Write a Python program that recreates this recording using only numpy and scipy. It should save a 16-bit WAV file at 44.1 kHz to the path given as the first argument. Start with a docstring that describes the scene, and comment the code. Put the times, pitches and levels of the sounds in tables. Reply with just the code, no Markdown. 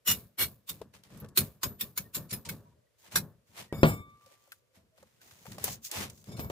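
"""A steel bar knocks along the stirrups of a rebar cage: gritty bursts of friction ring the steel's modes.
The loose bar drops on a plywood deck and is later picked up: noise cracks, dying deck modes, rattle and hum.
Boots, cloth and a tape drawn along the cage add shaped hiss and short ticks; the deck shudders underneath.
Faint sine hoots and the soft hush of open air, both quiet, complete the scene."""
import sys
import numpy as np
from scipy import signal
from scipy.io import wavfile
from scipy.ndimage import uniform_filter1d

SR = 44100
rng = np.random.default_rng(int(sys.argv[2]) if len(sys.argv) > 2 else 0)


def master_out(mix):
    """Clip the mix to full scale and print it as 16-bit PCM to the path in sys.argv[1]."""
    frames = np.transpose(np.atleast_2d(mix))
    ceiling = np.clip(frames, -1, 1)
    pcm = np.round(ceiling * 32767).astype(np.int16)
    wavfile.write(sys.argv[1], SR, pcm)


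N = 287080

# Hush of open air: (frequency [Hz], relative level [dB per Hz])
AIR_SPECTRUM = [(18, -43), (30, -17.5), (112, 2), (174, -15.5), (345, -11.5), (540, -5), (822, -21),
                (962, -17), (14400, -27), (16000, -45.5)]
AIR_DB = -73.5
# Faint soft hoots: (time [s], length [s], frequency [Hz], level [dB])
HOOTS = [(2.638, 0.067, 968, -60.5), (2.701, 0.049, 958, -69), (2.861, 0.023, 1930, -75),
         (3.031, 0.038, 920, -64), (3.681, 0.072, 1890, -57), (4.255, 0.032, 531, -55),
         (4.302, 0.033, 560, -58.5), (4.674, 0.13, 522, -72.5), (2.743, 0.077, 604, -69.5),
         (2.798, 0.087, 610, -71.5), (4.743, 0.1, 654, -69.5), (4.9, 0.096, 638, -67.5),
         (5.191, 0.041, 1530, -65.5), (2.038, 0.051, 1840, -61)]

# Low shudder of the deck: (frequency [Hz], relative level [dB per Hz])
RUMBLE_SPECTRUM = [(15, -53.5), (25, -17.5), (76, -1), (119, 2.5), (150, -4), (196, 1), (341, -18.5),
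                   (594, -18.5), (776, -28.5), (1150, -21.5), (1260, -27), (1800, -27), (2340, -66),
                   (3960, -120)]
# Ring of plywood on joists: (frequency [Hz], level [dB], t60 [s])
DECK_MODES = [(69.03, -22, 0.069), (111, -21, 0.19), (154.5, -7, 0.25), (226, -10.5, 0.18),
              (281, -14.5, 0.19), (342, -0.2, 0.038), (414, -9, 0.098), (469, -16, 0.1), (527, -14, 0.1),
              (558, -22.5, 0.15), (666, -22, 0.22), (766, -33.5, 0.13), (894, -40.5, 0.25)]
# The deck answers every push late and slowly
DECK_LAG_S, DECK_SWELL_S, DECK_HOLD_S, DECK_T60_S = 0.018, 0.017, 0.0084, 0.37
BLOW_SHUDDER_DB, BLOW_SHUDDER_S = -34, 0.061  # after each contact of the loose bar

# Rubs of boots, cloth and tape:
# (time [s], swell [s], hold [s], level [dB], share of dull scuff [0-1], deck level [dB])
RUBS = [(0.791, 0.011, 0.004, -65.5, .4, -51), (0.94, 0.013, 0.015, -55, 1, -61),
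        (1.049, 0.022, .005, -60, 1, -61), (1.107, 0.051, 0.11, -60.5, 1, -48.5),
        (2.583, 0.021, .02, -75, 0.5, -62), (2.64, 0.035, .08, -76.5, 0.7, -64.5),
        (2.99, .02, .06, -63, 0, -78), (3.064, 0.11, 0.013, -57, 1, -62.5),
        (3.123, 0.022, 0.027, -45, .7, -47), (3.475, 0.033, 0.076, -67, 0.46, -65),
        (3.577, 0.056, 0.032, -44.5, 1, -56), (4.1, 0.065, 0.011, -71.5, 0.4, -66),
        (4.22, 0.039, .02, -69.5, 0.1, -70.5), (4.327, 0.32, 0.013, -61, 0.86, -88.5),
        (4.39, 0.086, 0.15, -67.5, 0.4, -87.5), (4.554, .012, 0.036, -70.5, 0.13, -95),
        (4.754, 0.037, 0.018, -63, .95, -64.5), (4.978, 0.047, 0.039, -66, 1, -68),
        (5.05, .02, 0.17, -71, 0.72, -78), (5.218, 0.024, 0.22, -57.5, 0.36, -67.5),
        (5.463, 0.055, .09, -51.5, 0.28, -47.5), (5.6, 0.038, .04, -50, 0.75, -49),
        (5.646, 0.035, 0.092, -37.5, 0.01, -56.5), (5.657, 0.06, .03, -40, 1, -50.5),
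        (5.847, 0.029, 0.025, -36, 0, -74), (5.945, 0.061, 0.085, -35, 0.78, -43),
        (6.12, 0.024, .1, -59, 0, -66.5), (6.269, 0.055, 0.03, -55, 0.4, -45),
        (6.4, .05, 0.063, -61, 0.4, -59), (6.5, 0.012, .02, -47.5, 0, -49)]
# Hiss of cloth and tape: (frequency [Hz], relative level [dB per Hz])
FINE_SPECTRUM = [(880, -34), (1500, -20), (5940, -6.5), (6420, -2), (8670, -11), (12400, -12.5),
                 (15200, -3.5)]
# Sole on grit: (frequency [Hz], relative level [dB per Hz])
SCUFF_SPECTRUM = [(180, -25.5), (300, -5.5), (961, -4), (1170, -7), (1410, -7.5), (2070, -5.5),
                  (12100, -14.5), (15200, -17), (16000, -32.5)]
SWELL_DB, FINE_T60_S, SCUFF_T60_S = 28, 0.1, 0.19  # SWELL_DB is the climb over one swell time

# Small ticks of wire, tape and grit:
# (time [s], level [dB], brightest [Hz], left over right [dB], knock level [dB], knock pitch [Hz])
TICKS = [(0.815, -45.5, 3440, 4.5, -37, 400), (1.035, -48.5, 3760, 0, -72, 915),
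         (1.103, -63, 3070, 7, -58, 525), (1.1734, -48, 11800, -9, -57, 430),
         (1.2448, -50, 2540, 1.5, -44.5, 504), (1.286, -52, 7410, 2, -76, 507),
         (4.2103, -74, 5200, -2.5, -61, 1195), (4.2614, -53, 4760, 2, -60, 557),
         (4.475, -61.5, 9000, 4, -60, 514), (4.5196, -38.5, 10800, 3, -40, 1423),
         (4.9776, -56.5, 3130, 4, -55.5, 553), (5.027, -55, 6520, 0, -47, 510),
         (5.215, -49, 3920, -1, -58, 1490), (5.2555, -60, 3600, 4, -59.5, 367),
         (5.3109, -47.5, 3990, 0.5, -52.5, 1340), (5.455, -47, 2200, 4, -42, 550),
         (5.4645, -47, 2030, 0, -44.5, 890), (5.5185, -40, 4000, -2, -46.5, 1500),
         (5.5817, -36, 4400, .6, -37, 607), (5.64, -14.5, 14100, 1, -37, 420),
         (5.6781, -32.5, 4430, 3, -33.5, 710), (5.913, -23.5, 7240, -2, -67, 1700),
         (6.098, -39.5, 6640, -3, -67, 353), (6.175, -49.5, 5800, -0.5, -78, 447),
         (6.2412, -49.5, 6260, 4.5, -63, 545), (6.3175, -51, 4510, 6, -57, 850),
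         (6.3765, -57, 2430, 7, -51, 830), (6.4444, -49, 6500, -3, -65, 526)]
# Dull knock under a tick: (multiple of the knock pitch [ratio], relative level [dB per Hz])
KNOCK_SPECTRUM = [(.3, -31), (.7, -12), (1., 6), (1.4, -4), (3., -11.5), (8., -41.5)]
TICK_T60_S, RUSTLE_DB = 0.018, -10.5

# The loose bar meets the deck:
# (time [s], level [dB], ring [dB], crack [dB], rattle hold [s], ring of the lifted end [dB])
BLOWS = [(3.726, -19.5, -36, -15.5, .19, -33.5), (3.8318, 1.5, -38.5, -12, 0.055, -47),
         (6.272, -48, -45, -8.5, 0.046, -9.5), (6.394, -34, -50, 0, 0.025, -26),
         (6.5, -24.5, -43, -9, 0.045, -45)]
# Bar lying loose, decays including the rattle: (frequency [Hz], level [dB], t60 [s])
BAR_MODES = [(1174, -16, 0.95), (2245, -7, 0.45), (3585, -19, 0.5), (4840, -22, 0.25), (5437, -20, 0.19),
             (5577, -26, 0.19), (6498, -25, 0.24), (6961, -15, 0.23), (7364, -11, 0.21), (7946, -8, 0.16),
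             (8710, -29, 0.38), (8926, -8, 0.22), (9426, -10, 0.17), (10080, -22, 0.25), (10190, -15, 0.21),
             (10650, -28, 0.36), (11040, -19, 0.21), (11350, -24, 0.31), (11490, -25, 0.22),
             (11750, -5, 0.22), (12040, -22, 0.23), (12310, -18, 0.39), (12710, -7, 0.17),
             (12970, -17, 0.39), (13280, -40, 0.85), (13510, -20, 0.21), (13780, 0, 0.22),
             (14010, -16, 0.19), (14650, -4, 0.25), (15060, -8, 0.33)]
# Bar with one end off the deck: (frequency [Hz], level [dB], t60 [s])
LIFTED_MODES = [(2240, -5, .3), (3590, -2.5, .15), (4775, -8, .12), (5212, -2.5, .15), (7050, -4.5, .15),
                (11600, -8.5, .15)]
# Crack of bar on plywood: (frequency [Hz], relative level [dB per Hz])
CRACK_SPECTRUM = [(120, -9.5), (200, -7), (500, -4), (1480, -13), (3560, -23.5), (6170, -34), (8740, -49),
                  (14900, -49), (16000, -55)]
TREBLE_DECAY_HZ = 3300  # treble t60 = table t60 * TREBLE_DECAY_HZ / frequency

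# The bar grinds on steel: (time [s], level [dB], run-up [s], first bite [dB], grind [s], ring [dB],
# treble [dB], high note [dB], clank [Hz], deck level [dB])
STROKES = [(0.074, -22.5, 0.025, 0.5, 0.041, -0.5, 3.5, -33.5, 7030, -40.5),
           (.389, -27.5, 0.017, -6, 0.043, 4.5, 6, -27, 2286, -44.5),
           (.691, -33.5, 0.03, 6, 0.004, -11, -1, -11.5, 3640, -47.5),
           (1.201, -60, .011, 21, 0.004, -28, 18, 2, 11600, -45.5),
           (1.374, -23, 0.025, 9, 0.015, -4, 2.5, -23, 10000, -37.5),
           (1.632, -34.5, 0.023, 14.5, 0.015, -5.5, -1, 3.5, 1033, -40.5),
           (1.809, -29.5, 0.026, 7, 0.0025, -1.5, 5, -14, 3593, -44.5),
           (1.976, -32, 0.023, 11.5, 0.003, -4.5, 4, -11, 6970, -45),
           (2.147, -32.5, 0.021, 6.5, 0.016, -5.5, 1, -6, 7270, -41.5),
           (2.307, -42.5, 0.026, 3.5, 0.0049, 2, -12, -16, 7070, -42.5),
           (2.328, -36, .013, 7.5, 0.0079, 0.5, 3, -6, 5290, -46),
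           (2.452, -40, .0049, 1.5, 0.0053, -13, -20, -18.5, 920, -42.5),
           (2.49, -34, 0.004, 5.5, 0.0019, -3.5, 0.5, -28, 2210, -41),
           (3.157, -34, 0.0062, 8.5, 0.014, 10, 5.5, -10, 3720, -37.5),
           (6.316, -57.5, 0.012, 7, .018, -4, -10, -21, 3630, -42.5),
           (6.367, -53, .018, 3, 0.0046, 0, -6, -11, 8800, -40),
           (6.394, -40.5, 0.027, 2, 0.0027, -13, -7, 9, 5340, -43)]
# Steel grinding on steel: (frequency [Hz], relative level [dB per Hz])
GRIND_SPECTRUM = [(290, -52), (500, -22), (979, -7.5), (1660, -14), (2270, -4.5), (3250, -8.5),
                  (3590, -3.5), (6090, -8.5), (6830, -5.5), (8830, -6.5), (15200, 2)]
# Short-lived ring of bar and cage in contact: (frequency [Hz], level [dB], t60 [s])
CAGE_MODES = [(380, -14, .1), (960, -9, .05), (1550, -12, .03), (2210, -8, .03), (3590, -4, .05),
              (5100, -7, .03), (6960, -4, .04), (7700, -6, .025), (8800, -6, .03), (9960, -1, .035),
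              (11000, -4, .025), (11650, -1, .03), (12500, -1, .035), (12940, -1, .035), (13300, -4, .03),
              (15000, -5, .025)]
# High note, shifting with the grip: (time [s], frequency [Hz])
HIGH_NOTE = [(1., 14130), (1.3, 14010), (3.3, 14010), (6., 14140)]
STROKE_T60_S, CLANK_DB = 0.094, -9.5
TREBLE_FROM_HZ, TREBLE_TOP_HZ = 8700, 12500

# Lag of the right channel, set by where the work is: (from time [s], delay [ms])
RIGHT_LATE = [(0, .02), (3.4, .12), (3.82, .25), (4.15, .15), (6.24, .25)]
EDGE_HZ = 16400  # upper band limit


def amp(db):
    """Gain of a level in dB."""
    return 10 ** (np.asarray(db) / 20)


def evened(x):
    """Scales to an rms of one."""
    return x / np.sqrt(np.mean(x ** 2) + 1e-20)


def add(mix, s, sound):
    """Lays a sound into the mix at s seconds."""
    part = mix[..., round(s * SR):][..., :sound.shape[-1]]
    part += sound[..., :part.shape[-1]]


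def colour(x, points):
    """Shapes a sound with a causal minimum-phase filter of energy one drawn through spectrum points."""
    f, db = np.transpose(points)
    hz = abs(np.fft.fftfreq(8192, 1 / SR))
    drawn_db = np.interp(np.log(hz + 1), np.log(f + 1), db)
    log_gain = np.log(amp(np.maximum(drawn_db, -100)))
    phase = -signal.hilbert(log_gain).imag
    taps = np.fft.ifft(np.exp(log_gain + 1j * phase)).real[:4096]
    return signal.oaconvolve(x, taps[None] / np.linalg.norm(taps), axes=1)[:, :x.shape[1]]


def pair(count, same, grain_db=0):
    """Two-channel noise, partly shared; uneven grain sizes make it gritty."""
    a, b, size = rng.standard_normal((3, count))
    same = np.clip(same, 0, 1)
    right = same * a + np.sqrt(1 - same ** 2) * b
    return evened(np.array([a, right]) * amp(grain_db * size))


def wander(count, depth_db, smooth):
    """Random gain with an rms swing of depth_db, smoothed over a number of samples."""
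    return amp(depth_db * evened(uniform_filter1d(rng.standard_normal(count), size=smooth)))


def modes(table, seconds, spread, vary_db=0):
    """Dying sines with random strength, as contact points vary; each channel has its own phases."""
    t = np.arange(round(seconds * SR)) / SR
    left, right, luck = rng.standard_normal((3, len(table), 1))
    hz, db, t60 = np.transpose(table)[..., None]
    fading = amp(db + vary_db * luck - 60 * t / t60)
    return np.array([(fading * np.sin(2 * np.pi * hz * t + spread * phase)).sum(0) for phase in (left, right)])


def rung(drive, body):
    """Passes a force through a ringing body of energy one."""
    body = body / np.sqrt((body ** 2).sum(1).mean())
    return signal.oaconvolve(drive, body, axes=1)[:, :drive.shape[1]]


def swells(rows, t60):
    """Joint envelope of events (time [s], swell [s], hold [s], gain): a rise, a hold and a fade."""
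    t = np.arange(0, N + 64, 64) / SR
    s, swell, hold, gain = np.transpose(rows)[..., None]
    rise_db = SWELL_DB * np.maximum(s - t, 0) / abs(swell)
    fade_db = 60 * np.maximum(t - s - abs(hold), 0) / t60
    power = ((gain * amp(-rise_db - fade_db)) ** 2).sum(0)
    return np.interp(np.arange(N) / SR, t, np.sqrt(power))


def open_air():
    """Steady, wide, softly coloured noise for the hush of open air."""
    return amp(AIR_DB) * colour(pair(N, 0.18), AIR_SPECTRUM)


def hoots():
    """Soft sines that swell and fade, with a separate phase in each channel."""
    out = np.zeros((2, N))
    for s, length, hz, db in HOOTS:
        t = np.arange(round(length * SR)) / SR
        phase = rng.uniform(0, np.pi, (2, 1))
        swell = np.sin(np.pi * t / length) ** 2
        add(out, s, amp(db) * swell * np.sin(2 * np.pi * hz * t + phase))
    return out


def shudder():
    """Low lumpy noise and board ring, nearly mono, set off by strokes, blows and shifting weight."""
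    pushes = [(s, grind, deck_db) for s, _, _, _, grind, *_, deck_db in STROKES]
    pushes += [(s, hold, deck_db) for s, _, hold, *_, deck_db in RUBS]
    pushes += [(s, BLOW_SHUDDER_S, BLOW_SHUDDER_DB + 0.25 * db) for s, db, *_ in BLOWS]
    rows = [(s + DECK_LAG_S, DECK_SWELL_S, DECK_HOLD_S + hold, amp(db)) for s, hold, db in pushes]
    level = swells(rows, DECK_T60_S)
    lumps = wander(N, 2.5, 900)
    noise = pair(N, .92)
    rumble = level * evened(colour(noise * lumps, RUMBLE_SPECTRUM))
    boards = evened(rung(level * noise, modes(DECK_MODES, .3, spread=0.07)))
    boards *= amp(-10) * np.sqrt(np.mean(level ** 2))
    return (rumble + boards) * amp([[.8], [-.8]])


def rubbing():
    """Friction hiss, blended from fine to dull, swelling and fading with each movement."""
    fine_rows, scuff_rows = [], []
    for s, swell, hold, db, share, _ in RUBS:
        share = np.clip(share, 0, 1)
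        fine_rows.append((s, swell, hold, amp(db) * np.sqrt(1 - share)))
        scuff_rows.append((s, swell, hold, amp(db) * np.sqrt(share)))
    flutter = wander(N, 1.8, 120)  # the contact catches and slips
    fine = colour(pair(N, 0.092, grain_db=1.0), FINE_SPECTRUM)
    scuff = colour(pair(N, 0.033, grain_db=2), SCUFF_SPECTRUM)
    return flutter * (swells(fine_rows, FINE_T60_S) * fine + swells(scuff_rows, SCUFF_T60_S) * scuff)


def ticks():
    """Short dying bursts, each with one broad spectral peak and a knock passed to the deck."""
    out, t = np.zeros((2, N)), np.arange(6000) / SR
    for s, db, hz, pan_db, knock_db, knock_hz in TICKS:
        onset = 1 - np.exp(-t / 0.00091)
        fading = (amp(-60 * t / TICK_T60_S) + amp(RUSTLE_DB - 60 * t / 0.1)) * onset
        peak = [(hz / 30, -30), (hz / 4, -9), (hz, 0), (hz * 2, -6), (hz * 12, -14)]
        snap = amp(db) * colour(pair(len(t), 0.23, grain_db=-9.5) * fading, peak)
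        knock_spectrum = KNOCK_SPECTRUM * np.array([knock_hz, 1])
        knock = amp(knock_db) * colour(pair(len(t), .9) * amp(-60 * t / .04), knock_spectrum)
        add(out, s, (snap + knock) * amp(pan_db * np.array([[.5], [-.5]])))
    return out


def blows():
    """A crack and the boom of the deck; the bar hums from the blow and rattles on its ribs."""
    out, t = np.zeros((2, N)), np.arange(SR) / SR
    bending = [(hz, db, t60) for hz, db, t60 in BAR_MODES if hz < 5000]
    # Treble modes die faster, as the rattle keeps driving them
    treble = [(hz, db, t60 * TREBLE_DECAY_HZ / hz) for hz, db, t60 in BAR_MODES[len(bending):]]
    ends = [row[0] for row in BLOWS[1:]] + [N / SR]
    for (s, db, ring_db, crack_db, rattle, lifted_db), end in zip(BLOWS, ends):
        boom = modes(DECK_MODES, 1, spread=.06) * .5
        crack_fade = amp(-60 * t / .02) + amp(-7.5 - 60 * t / 0.22)
        crack = colour(pair(len(t), .93) * crack_fade, CRACK_SPECTRUM)

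        rattle_fade = amp(-60 * np.maximum(t - rattle, 0) / 0.24) * (1 - np.exp(-t / 0.0065))
        skips = pair(len(t), .2, grain_db=7.5) * wander(len(t), 2.7, 250) * rattle_fade
        clatter = rung(skips, modes(treble, .4, spread=2.5))
        clatter += amp(-9) * colour(skips, GRIND_SPECTRUM)

        rocking = wander(len(t), 1.5, 1500)  # contact comes and goes
        easing = amp(7.7 * t)  # losses ease once the bar lies still
        hum = amp(12) * modes(bending, 1, spread=0.32) * rocking * easing

        stilled = amp(lifted_db - 1500 * np.maximum(t - end + s, 0))  # the next contact stills it
        lifted = stilled * rung(skips, modes(LIFTED_MODES, 0.27, spread=.8))
        tick = amp(-22.5) * pair(len(t), .4) * amp(-60 * t / 0.006)  # steel meets grit
        sound = boom + lifted + tick + amp(crack_db) * crack + amp(ring_db) * (clatter + hum)
        add(out, s, amp(db) * sound)
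    return out * amp([[.8], [-.8]])


def strokes():
    """Ribbed steel skids on steel: a swelling run-up, a bite, a grind and a tail, all ringing the cage."""
    out, t = np.zeros((2, N)), np.arange(SR // 2) / SR - .05  # time from the bite [s]
    note_t = np.arange(round(.4 * SR)) / SR
    for s, db, run_up, bite_db, grind, ring_db, treble_db, high_db, clank_hz, _ in STROKES:
        since_grind = np.maximum(t - grind, 0)
        before = amp(-7.0 - 37 * (t / run_up) ** 2)
        bite = amp(bite_db * np.exp(-abs(t) / 0.011))
        after = bite * amp(-60 * since_grind / STROKE_T60_S)
        push = uniform_filter1d(np.where(t < 0, before, after), size=120)
        settle = amp(-9.5 - 60 * since_grind / 0.29) * (t > 0)  # the cage keeps rattling
        chatter = wander(len(t), 2.5, 60)
        grit = pair(len(t), 0.21, grain_db=-0.5) * chatter

        # Another stirrup at every stroke
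        stirrup = [(hz, -6, .045) for hz in rng.uniform(1500, 15000, size=60)]
        body = modes(CAGE_MODES + stirrup, 0.23, spread=1., vary_db=6.0)
        sound = colour(grit * (push + settle), GRIND_SPECTRUM)
        sound += amp(ring_db) * rung(grit * push, body)
        sound = colour(sound, [(TREBLE_FROM_HZ, 0), (TREBLE_TOP_HZ, treble_db)])
        clank = modes([(clank_hz, 0, .04)], .1, spread=1.0)
        sound += amp(CLANK_DB) * rung(grit * push, clank)

        high_hz = np.interp(s, *np.transpose(HIGH_NOTE))
        pair_of_notes = [(high_hz, 0, .26), (high_hz - 22, -7, .2)]  # a close pair beats
        note = modes(pair_of_notes, .4, spread=1.) * (1 - np.exp(-note_t / .012))
        add(out, s + grind / 2, amp(db + high_db) * note)
        add(out, s + t[0], amp(db) * sound)
    return out


def scene():
    """All sources together; the right channel lags a little, as sound from the left arrives later."""
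    left, right = open_air() + hoots() + shudder() + rubbing() + ticks() + blows() + strokes()
    s, ms = np.transpose(RIGHT_LATE)
    spot = np.searchsorted(s, np.arange(N) / SR, "right") - 1
    late = np.round(ms * SR / 1000).astype(int)[spot]
    return np.array([left, right[np.maximum(np.arange(N) - late, 0)]])


def record(dry):
    """Loud peaks are rounded off, the deepest bass is dropped and the top is band-limited."""
    rounded = 1.095 * np.tanh(dry / 1.301)
    thin = signal.sosfilt(signal.butter(2, 42, "high", fs=SR, output="sos"), rounded)
    gentle_cut = signal.firwin(121, 15450, window=("kaiser", 4), fs=SR)
    soft = signal.oaconvolve(thin, gentle_cut[None], "same")
    band_limit = signal.firwin(511, EDGE_HZ, window=("kaiser", 9), fs=SR)
    return signal.oaconvolve(soft, band_limit[None], "same")


dry = scene()
out = record(dry)
master_out(out)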